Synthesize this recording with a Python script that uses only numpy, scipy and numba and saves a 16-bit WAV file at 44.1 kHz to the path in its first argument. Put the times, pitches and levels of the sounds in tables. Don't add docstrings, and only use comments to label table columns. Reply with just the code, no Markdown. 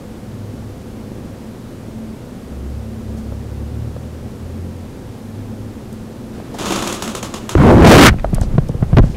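import sys
import numpy as np
from scipy import signal
from scipy.fft import rfft, irfft
from scipy.io import wavfile
from scipy.ndimage import uniform_filter1d
from numba import njit

SR = 44100
rng = np.random.default_rng(int(sys.argv[2]) if len(sys.argv) > 2 else 0)


def wrap_up_sound(samples):
    columns = np.atleast_2d(samples).T
    tamed = np.clip(columns, -1, 1)
    steps = np.round(tamed * 32767).astype(np.int16)
    wavfile.write(sys.argv[1], SR, steps)


def linear_from_db(decibels):
    return 10 ** (np.asarray(decibels, float) / 20)


N = 403956


def curve(rows, off_db=-90):
    s, *columns = np.transpose(rows)
    t = np.arange(N) / SR
    gate_db = np.interp(t, [s[0] - 0.015, s[0], s[-1], s[-1] + 0.046], [off_db, 0, 0, off_db])
    return [np.interp(t, s, c) for c in columns], gate_db


def spell(start_s, length_s, rise_s, fall_s):
    end_s = start_s + length_s
    corners_s = [start_s - rise_s, start_s, end_s, end_s + fall_s]
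    share = np.interp(np.arange(N) / SR, corners_s, [0, 1, 1, 0])
    return np.sin(np.pi / 2 * share) ** 2


def walk(rate_hz):
    k = int(SR / rate_hz)
    held = np.repeat(rng.standard_normal(N // k + 1), k)
    return 0.94 * uniform_filter1d(uniform_filter1d(held, k), k)[:N]


def noise():
    return rng.standard_normal(N)


def level(x, db):
    return x * linear_from_db(db) / np.sqrt(np.mean(x ** 2))


def colour(x, points):
    hz, db = np.transpose(points)
    grid_hz = np.arange(2049) * SR / 4096 + 1
    log_gain = np.interp(np.log(grid_hz), np.log(hz), db) * np.log(10) / 20
    cep = irfft(log_gain)
    cep[1:2048] *= 2
    cep[2049:] = 0
    return signal.fftconvolve(x, irfft(np.exp(rfft(cep))))[:N]


@njit
def svf(x, hz, width):
    low, band, b, l = np.empty(len(x)), np.empty(len(x)), 0., 0.
    for i in range(len(x)):
        g, k = np.tan(np.pi * hz[i] / SR), width[i] / hz[i]
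        v = (b + g * (x[i] - l)) / (1 + g * (g + k))
        low[i], band[i] = l + g * v, k * v
        b, l = 2 * v - b, l + 2 * g * v
    return low, band


def ring(x, hz, width_hz):
    return svf(x, np.full(N, 1. * hz), np.full(N, 1. * width_hz))[1]


def add(out, s, shape):
    i = int(s * SR)
    out[i:i + len(shape)] += shape[:N - i]


def thud(hz, t60, fall, fall_s, contact_s=0.00056):
    t = np.arange(9000) / SR
    phase = 2 * np.pi * np.cumsum(hz * (1 + fall * np.exp(-t / fall_s))) / SR
    return np.sin(phase) * (1 - np.exp(-t / contact_s)) * linear_from_db(-60 * t / max(t60, 0.005))


# t/s, pressure level/dB, drag brightness f/Hz, speed/0-1
RUB = [
    (7.553, -7.5, 150, 0),
    (7.61, -1.5, 170, 0.21),
    (7.7, 3, 355, 0.07),
    (7.8, 0.5, 237, 0.04),
    (7.89, 22.5, 285, 0.36),
    (8.0, 15, 300, 0.61),
    (8.065, 17, 284, 0.81),
    (8.088, 5, 185, .9),
    (8.1, -8, 110, 0.5),
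]
SCRAPE_SLOW_HZ, SCRAPE_FAST_HZ = 700, 1590
SCRAPE_DB, SCRAPE_DB_PER_OCTAVE, SCRAPE_SPEED_DB = -15, 1.5, 8.5


def rub():
    (press_db, bright_hz, speed), gate_db = curve(RUB)
    scrape_hz = SCRAPE_SLOW_HZ * (SCRAPE_FAST_HZ / SCRAPE_SLOW_HZ) ** speed
    scrape_db = SCRAPE_DB + SCRAPE_SPEED_DB * speed + SCRAPE_DB_PER_OCTAVE * np.log2(bright_hz / 300)
    jerks = noise() * linear_from_db(1.5 * walk(60))
    drag = svf(jerks, bright_hz, 1.3 * bright_hz)[0] / np.sqrt(bright_hz / 9000)
    drag = svf(drag, 2.65 * bright_hz, 2.46 * bright_hz)[0]
    drag = drag - svf(drag, np.full(N, 45.), np.full(N, 70.))[0] - ring(drag, 45, 70)
    streaks = noise() * linear_from_db(3.7 * walk(160) + 3.3 * walk(35))
    scrape = svf(streaks, scrape_hz, 0.95 * scrape_hz)[1]
    scrape = 3.34 * svf(scrape, scrape_hz, 1.32 * scrape_hz)[1]
    swish = ring(noise(), 6500, 7000)
    return linear_from_db(press_db + gate_db) * (drag + linear_from_db(scrape_db) * (scrape + linear_from_db(-21.5) * swish))


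# t/s, sway level/dB, finger friction level/dB
GRIP = [
    (8.1, -11, 14),
    (8.19, -23.5, -3),
    (8.38, -18, 5.5),
    (8.6, -19.5, 2),
    (8.77, -30, -0.5),
    (8.86, -17, -2),
    (8.93, -21, 3),
    (9.03, -18, 11),
    (9.16, -22, -9),
]
RUMBLE_DB, SKIN_DB = -30, -45.5


def grip():
    (sway_db, friction_db), gate_db = curve(GRIP)
    sway = level(ring(ring(noise(), 27, 40), 29, 40), 0)
    rumble = level(ring(ring(ring(noise(), 103, 130), 110, 130), 117, 150), 0)
    skin = ring(ring(noise(), 540, 420), 440, 2600)
    skin = level(skin * linear_from_db(4.3 * walk(120)), 0)
    friction = linear_from_db(RUMBLE_DB) * rumble + linear_from_db(SKIN_DB) * skin
    return linear_from_db(gate_db) * (linear_from_db(sway_db) * sway + linear_from_db(friction_db) * friction)


# t/s, peak level/dB, f/Hz, pushed +1 or pulled -1
KNOCKS = [(7.552, 12.5, 320, 1), (7.559, 2.5, 69.5, 1), (7.582, -1, 75, 1), (7.603, 8, 182, -1),
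          (8.098, -3, 107, 1), (8.108, -1.5, 60, 1), (8.126, -9, 149, -1), (8.142, -5, 171, -1),
          (8.162, -11, 143, -1), (8.241, -11, 108, -1), (8.327, -11, 153, -1), (8.335, 1.5, 138, 1),
          (8.414, -1.5, 90.5, -1), (8.537, -9, 124, -1), (8.553, -3.5, 127, -1), (8.581, 13, 139.4, -1),
          (8.622, -22, 105, 1), (8.697, -2.5, 124, 1), (8.75, -6, 117, 1), (8.814, -8, 98, 1),
          (8.826, 4.5, 137, 1), (8.93, 8, 125.6, -1), (8.944, 0.5, 71.5, 1), (8.969, 25.5, 125.5, 1),
          (8.983, 21.5, 213, -1), (8.992, 16.5, 108.5, 1), (9.005, 6, 35.8, -1), (9.039, 2, 133, 1),
          (9.072, -9, 70, -1), (9.098, -5.5, 128, 1)]
KNOCK_RING_TURNS = 5.4
CONTACT_S, SOFTER_PER_DB = 0.0011, 0.14


def knocks():
    out = np.zeros(N)
    for s, db, hz, swing in KNOCKS:
        contact_s = CONTACT_S * linear_from_db(-SOFTER_PER_DB * db)
        swings = thud(hz, KNOCK_RING_TURNS / hz, fall=0.55, fall_s=0.0019, contact_s=contact_s)
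        add(out, s, np.sign(swing) * linear_from_db(db) * swings)
    return out


# t/s, peak level/dB, f/Hz
TAPS = [(3.322, -22, 516), (3.964, -22, 544), (6.377, -31, 450), (6.401, -24.5, 650), (7.551, -18, 590),
        (7.601, -8, 600), (8.14, -18, 700), (8.245, -3.5, 610), (8.254, -20, 640), (8.331, -10, 292),
        (8.382, -11.5, 600), (8.416, -13.5, 700), (8.434, -16, 600), (8.622, -32, 560), (8.692, -14, 475),
        (8.744, -21, 470), (8.808, -27, 500), (8.825, -11, 380), (8.932, -12, 423), (9.039, -14, 510)]
TAP_RING_TURNS, TAP_OVERTONE, TAP_OVERTONE_DB, TAP_CRACK_DB = 9.4, 2.02, -13.5, -9.5


def taps():
    out, t = np.zeros(N), np.arange(400) / SR
    for s, db, hz in TAPS:
        for ratio, mode_db in ((1, 0), (TAP_OVERTONE, TAP_OVERTONE_DB)):
            mode = thud(ratio * hz, TAP_RING_TURNS / hz, fall=0.15, fall_s=0.0011)
            add(out, s, linear_from_db(db + 4.5 + mode_db) * mode)
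        rough = rng.standard_normal(len(t)) * np.exp(-t / 0.0022)
        crack = svf(rough, np.full(len(t), 1.1 * hz), np.full(len(t), 1.4 * hz))[0]
        add(out, s, linear_from_db(db + TAP_CRACK_DB) * crack / np.abs(crack).max())
    return out


# t/s, peak level/dB, f/Hz
TICKS = [(5.927, -34, 9000), (5.941, -40, 8800), (6.541, -32, 5030), (7.781, -14, 1790), (8.106, -23, 1500),
         (8.127, -22.5, 1000), (8.185, -28, 1500), (8.196, -24, 1560), (8.205, -34, 1490),
         (8.305, -44, 8000), (8.338, -28, 1500), (8.346, -14, 8400), (8.412, -21, 6860), (8.245, -35, 2480),
         (8.581, -12, 1260), (8.67, -40, 2500), (8.686, -29, 6000)]
TICK_S = 0.0044
# t/s, peak level/dB, f/Hz, length/s
BRUSHES = [
    (3.173, -41, 7000, .04),
    (6.542, -18, 380, .015),
    (6.544, -36, 6000, .035),
    (8.348, -33, 2500, .013),
    (8.422, -30.5, 5060, .033),
    (8.826, -23.5, 690, 0.013),
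    (9.047, -36.5, 5000, 0.066),
    (9.098, -38.5, 4530, 0.071),
    (9.144, -34, 1800, .03),
]


def ticks():
    out, t = np.zeros(N), np.arange(2000) / SR
    for s, db, hz, length_s in [(*row, TICK_S) for row in TICKS] + list(BRUSHES):
        centre = np.full(len(t), 1. * hz)
        tick = rng.standard_normal(len(t)) * np.exp(-(t / length_s) ** 1.5)
        for _ in range(3):
            tick = svf(tick, centre, 1.7 * centre)[1]
        add(out, s, linear_from_db(db) * tick / np.abs(tick).max())
    return out


# t/s, peak level/dB, top minus middle/dB
SLIPS = [(6.545, -37, 3), (6.586, -18, -4), (6.6568, -10, -18), (6.7059, -7.5, -17), (6.7208, -5, -23),
         (6.7592, -6.5, -14), (6.79, -14, -12), (6.8236, -7, -9), (6.8736, -5.5, -6), (6.9252, -9, -2.5),
         (7.0227, -9, 0), (7.0765, -10.5, -6), (7.1504, -11, -0.5), (7.228, -10.5, -3), (7.3398, -11, -8),
         (7.492, -7.5, -6.5)]
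# delay/s, level/dB
ECHOES = [(0.018, -17), (0.026, -18), (.041, -19)]
# t/s, level/dB
STRAIN = [
    (6.33, -30),
    (6.53, -22.5),
    (6.6, -2.5),
    (6.72, -1.5),
    (6.87, -8),
    (7.02, -14.5),
    (7.5, -25.5),
]
# f/Hz, level/dB per Hz
MOUNT = [(88, -14), (150, -18), (205, 7.5), (264, -6), (354, 1.5), (466, -17.5), (514, -7), (837, -11),
         (1240, -12.5), (1830, -19), (2920, -14.5), (4580, -20), (6770, -19), (10600, -30), (16000, -32)]
# f/Hz, width/Hz, level/dB
MOUNT_RINGS = [(1150, 440, 0), (3530, 680, -9.5), (6800, 900, -9), (8000, 420, -12), (10600, 1300, -2),
               (13800, 600, -2)]
TAIL_T60_S, TREBLE_T60_S, TAIL_DB = 0.77, 0.22, -14
BREAKS_FREE_S = 6.587
GRIND_DB, BODY_DB, BODY_SHARE, BODY_HZ, ROCK_DB, ROCK_SHARE = -24.5, -25, 0.57, 327, -39, 0.15


def mount():
    (strain_db,), gate_db = curve(STRAIN)
    t = np.arange(int(0.5 * SR)) / SR
    burst = np.exp(-(t / 0.0059) ** 1.9)
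    echoes = sum(linear_from_db(db) * np.exp(-((t - delay_s) / 0.0096) ** 2) for delay_s, db in ECHOES)
    late = linear_from_db(TAIL_DB) * (1 - np.exp(-(t / 0.0079) ** 2))
    wide_shape = burst + echoes + late * linear_from_db(-60 * t / TAIL_T60_S)
    top_shape = burst + echoes + late * linear_from_db(-60 * t / TREBLE_T60_S)
    wide, top = np.zeros(N), np.zeros(N)
    for s, db, top_db in SLIPS:
        rough = rng.standard_normal((2, len(t))) * linear_from_db(db - 8.5)
        add(wide, s, rough[0] * wide_shape)
        add(top, s, rough[1] * linear_from_db(top_db + 7) * top_shape)
    slips = wide - 0.47 * ring(wide, 16000, 12000) + ring(top, 9700, 12000)

    grains = noise() * linear_from_db(2.4 * rng.exponential(size=N) + 2.2 * walk(500))
    unit = np.std(colour(grains, MOUNT))
    grind = grains - 0.5 * ring(grains, 15000, 9000)
    grind = grind * linear_from_db(GRIND_DB + strain_db + gate_db) * spell(BREAKS_FREE_S, 0.81, 0.0033, 0.01)

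    near = colour(slips + grind, MOUNT) / unit * linear_from_db(2.5)
    near = near - 0.5 * ring(near, 14200, 5000)
    near = near + sum(linear_from_db(db) * ring(near, hz, width_hz) for hz, width_hz, db in MOUNT_RINGS)

    body = level(ring(noise(), BODY_HZ, 195), 0)
    body = body * linear_from_db(BODY_DB + BODY_SHARE * strain_db + gate_db + 2 * walk(40))
    rock = level(ring(ring(noise(), 51, 110), 55, 120), 0)
    rock = rock * linear_from_db(ROCK_DB + ROCK_SHARE * strain_db + gate_db)
    return near + body + rock


# t/s, cycle rate f/Hz
SPEED = [(0, 34.4), (1.6, 34.4), (2.5, 33.4), (2.75, 34.7), (3.28, 34.5), (3.6, 35.7), (3.95, 38.8),
         (4.3, 40.4), (4.45, 42.2), (4.8, 43.6), (5.27, 50.4), (5.95, 53.6)]
# start t/s, length/s, 2nd multiple level/dB, 3rd multiple level/dB
SURGES = [
    (0.303, 0.99, -45, -37),
    (2.553, 0.21, -31.5, -53),
    (2.82, .14, -36, -34.5),
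    (3.11, 0.031, -30, -33),
    (3.292, 0.33, -28.5, -34),
    (3.545, 0.12, -31, -39),
    (3.78, 0.095, -28.5, -29.5),
    (4.0, 0.24, -32.5, -42),
    (4.46, 0.31, -29.5, -39),
    (5.297, 0.35, -32.5, -54),
]
FOURTH_DB, SURGE_RISE_S, SURGE_FALL_S = -13, 0.11, 0.12


def engine():
    (cycle_hz,), _ = curve(SPEED)
    phase = 2 * np.pi * np.cumsum(cycle_hz * (1 + 0.014 * walk(17))) / SR
    size = np.zeros((3, N))
    for s, length_s, second_db, third_db in SURGES:
        multiples_db = np.array([[second_db], [third_db], [second_db + FOURTH_DB]])
        size += linear_from_db(multiples_db) * spell(s, length_s, SURGE_RISE_S, SURGE_FALL_S)
    out = np.zeros(N)
    for multiple, a in zip((2, 3, 4), size):
        out += np.sqrt(2) * a * linear_from_db(3.5 * walk(9.2)) * np.sin(multiple * phase)
    return out


# f/Hz, level/dB per Hz
ROOM = [(12, -42), (20, -8.5), (90, -4), (162, -6.5), (227, -2), (326, -9.5), (386, -8), (443, -13),
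        (496, -9.5), (603, -17), (1080, -24.5), (2300, -32.5), (9300, -40.5), (14100, -44.5), (15800, -51)]
ROOM_DB = -30.5
# f/Hz, width/Hz
HUM = [(221, 6), (250, 4), (121, 4), (103, 5)]
HUM_DB = [-38.5, -46, -42.5, -43.5]
HUM_WANDER_DB = 2
# t/s, peak level/dB, f/Hz
BUMPS = [(0.539, -17, 215), (1.118, -16, 214), (1.184, -17, 222), (1.885, -16.5, 207), (3.149, -15.5, 199),
         (3.322, -15, 152), (3.963, -29, 226), (4.832, -31, 221.6), (5.305, -27, 215), (6.378, -22, 270.3),
         (6.399, -28, 215)]


def room():
    air = level(colour(noise(), ROOM), 0)
    air = air + ring(air, 100, 430) * (linear_from_db(0.5 * walk(6.5)) - 1)
    out = air * linear_from_db(ROOM_DB - 1.5)
    for (hz, width_hz), db in zip(HUM, HUM_DB):
        hum = level(ring(ring(noise(), hz, width_hz), hz, width_hz), 0)
        out += linear_from_db(db + HUM_WANDER_DB * walk(0.943)) * hum
    for s, db, hz in BUMPS:
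        add(out, s, linear_from_db(db + 5.5) * thud(hz, t60=0.012, fall=0.12, fall_s=0.0045))
    return out


def scene():
    hand = rub() + grip() + knocks() + taps() + ticks()
    return (hand + mount() + engine() + room())[None]


def band_limit(x):
    return signal.sosfilt(signal.butter(12, 16370, fs=SR, output="sos"), x)


LIMIT, TOP_HZ = 0.7, 15750


def record(dry):
    flat = dry / (1 + np.abs(dry / LIMIT) ** 30.) ** (1 / 30.)
    top_cut = signal.ellip(10, 0.1, 60, TOP_HZ, fs=SR, output="sos")
    mix = signal.sosfiltfilt(top_cut, flat)
    return band_limit(mix)


dry = scene()
out = record(dry)
wrap_up_sound(out)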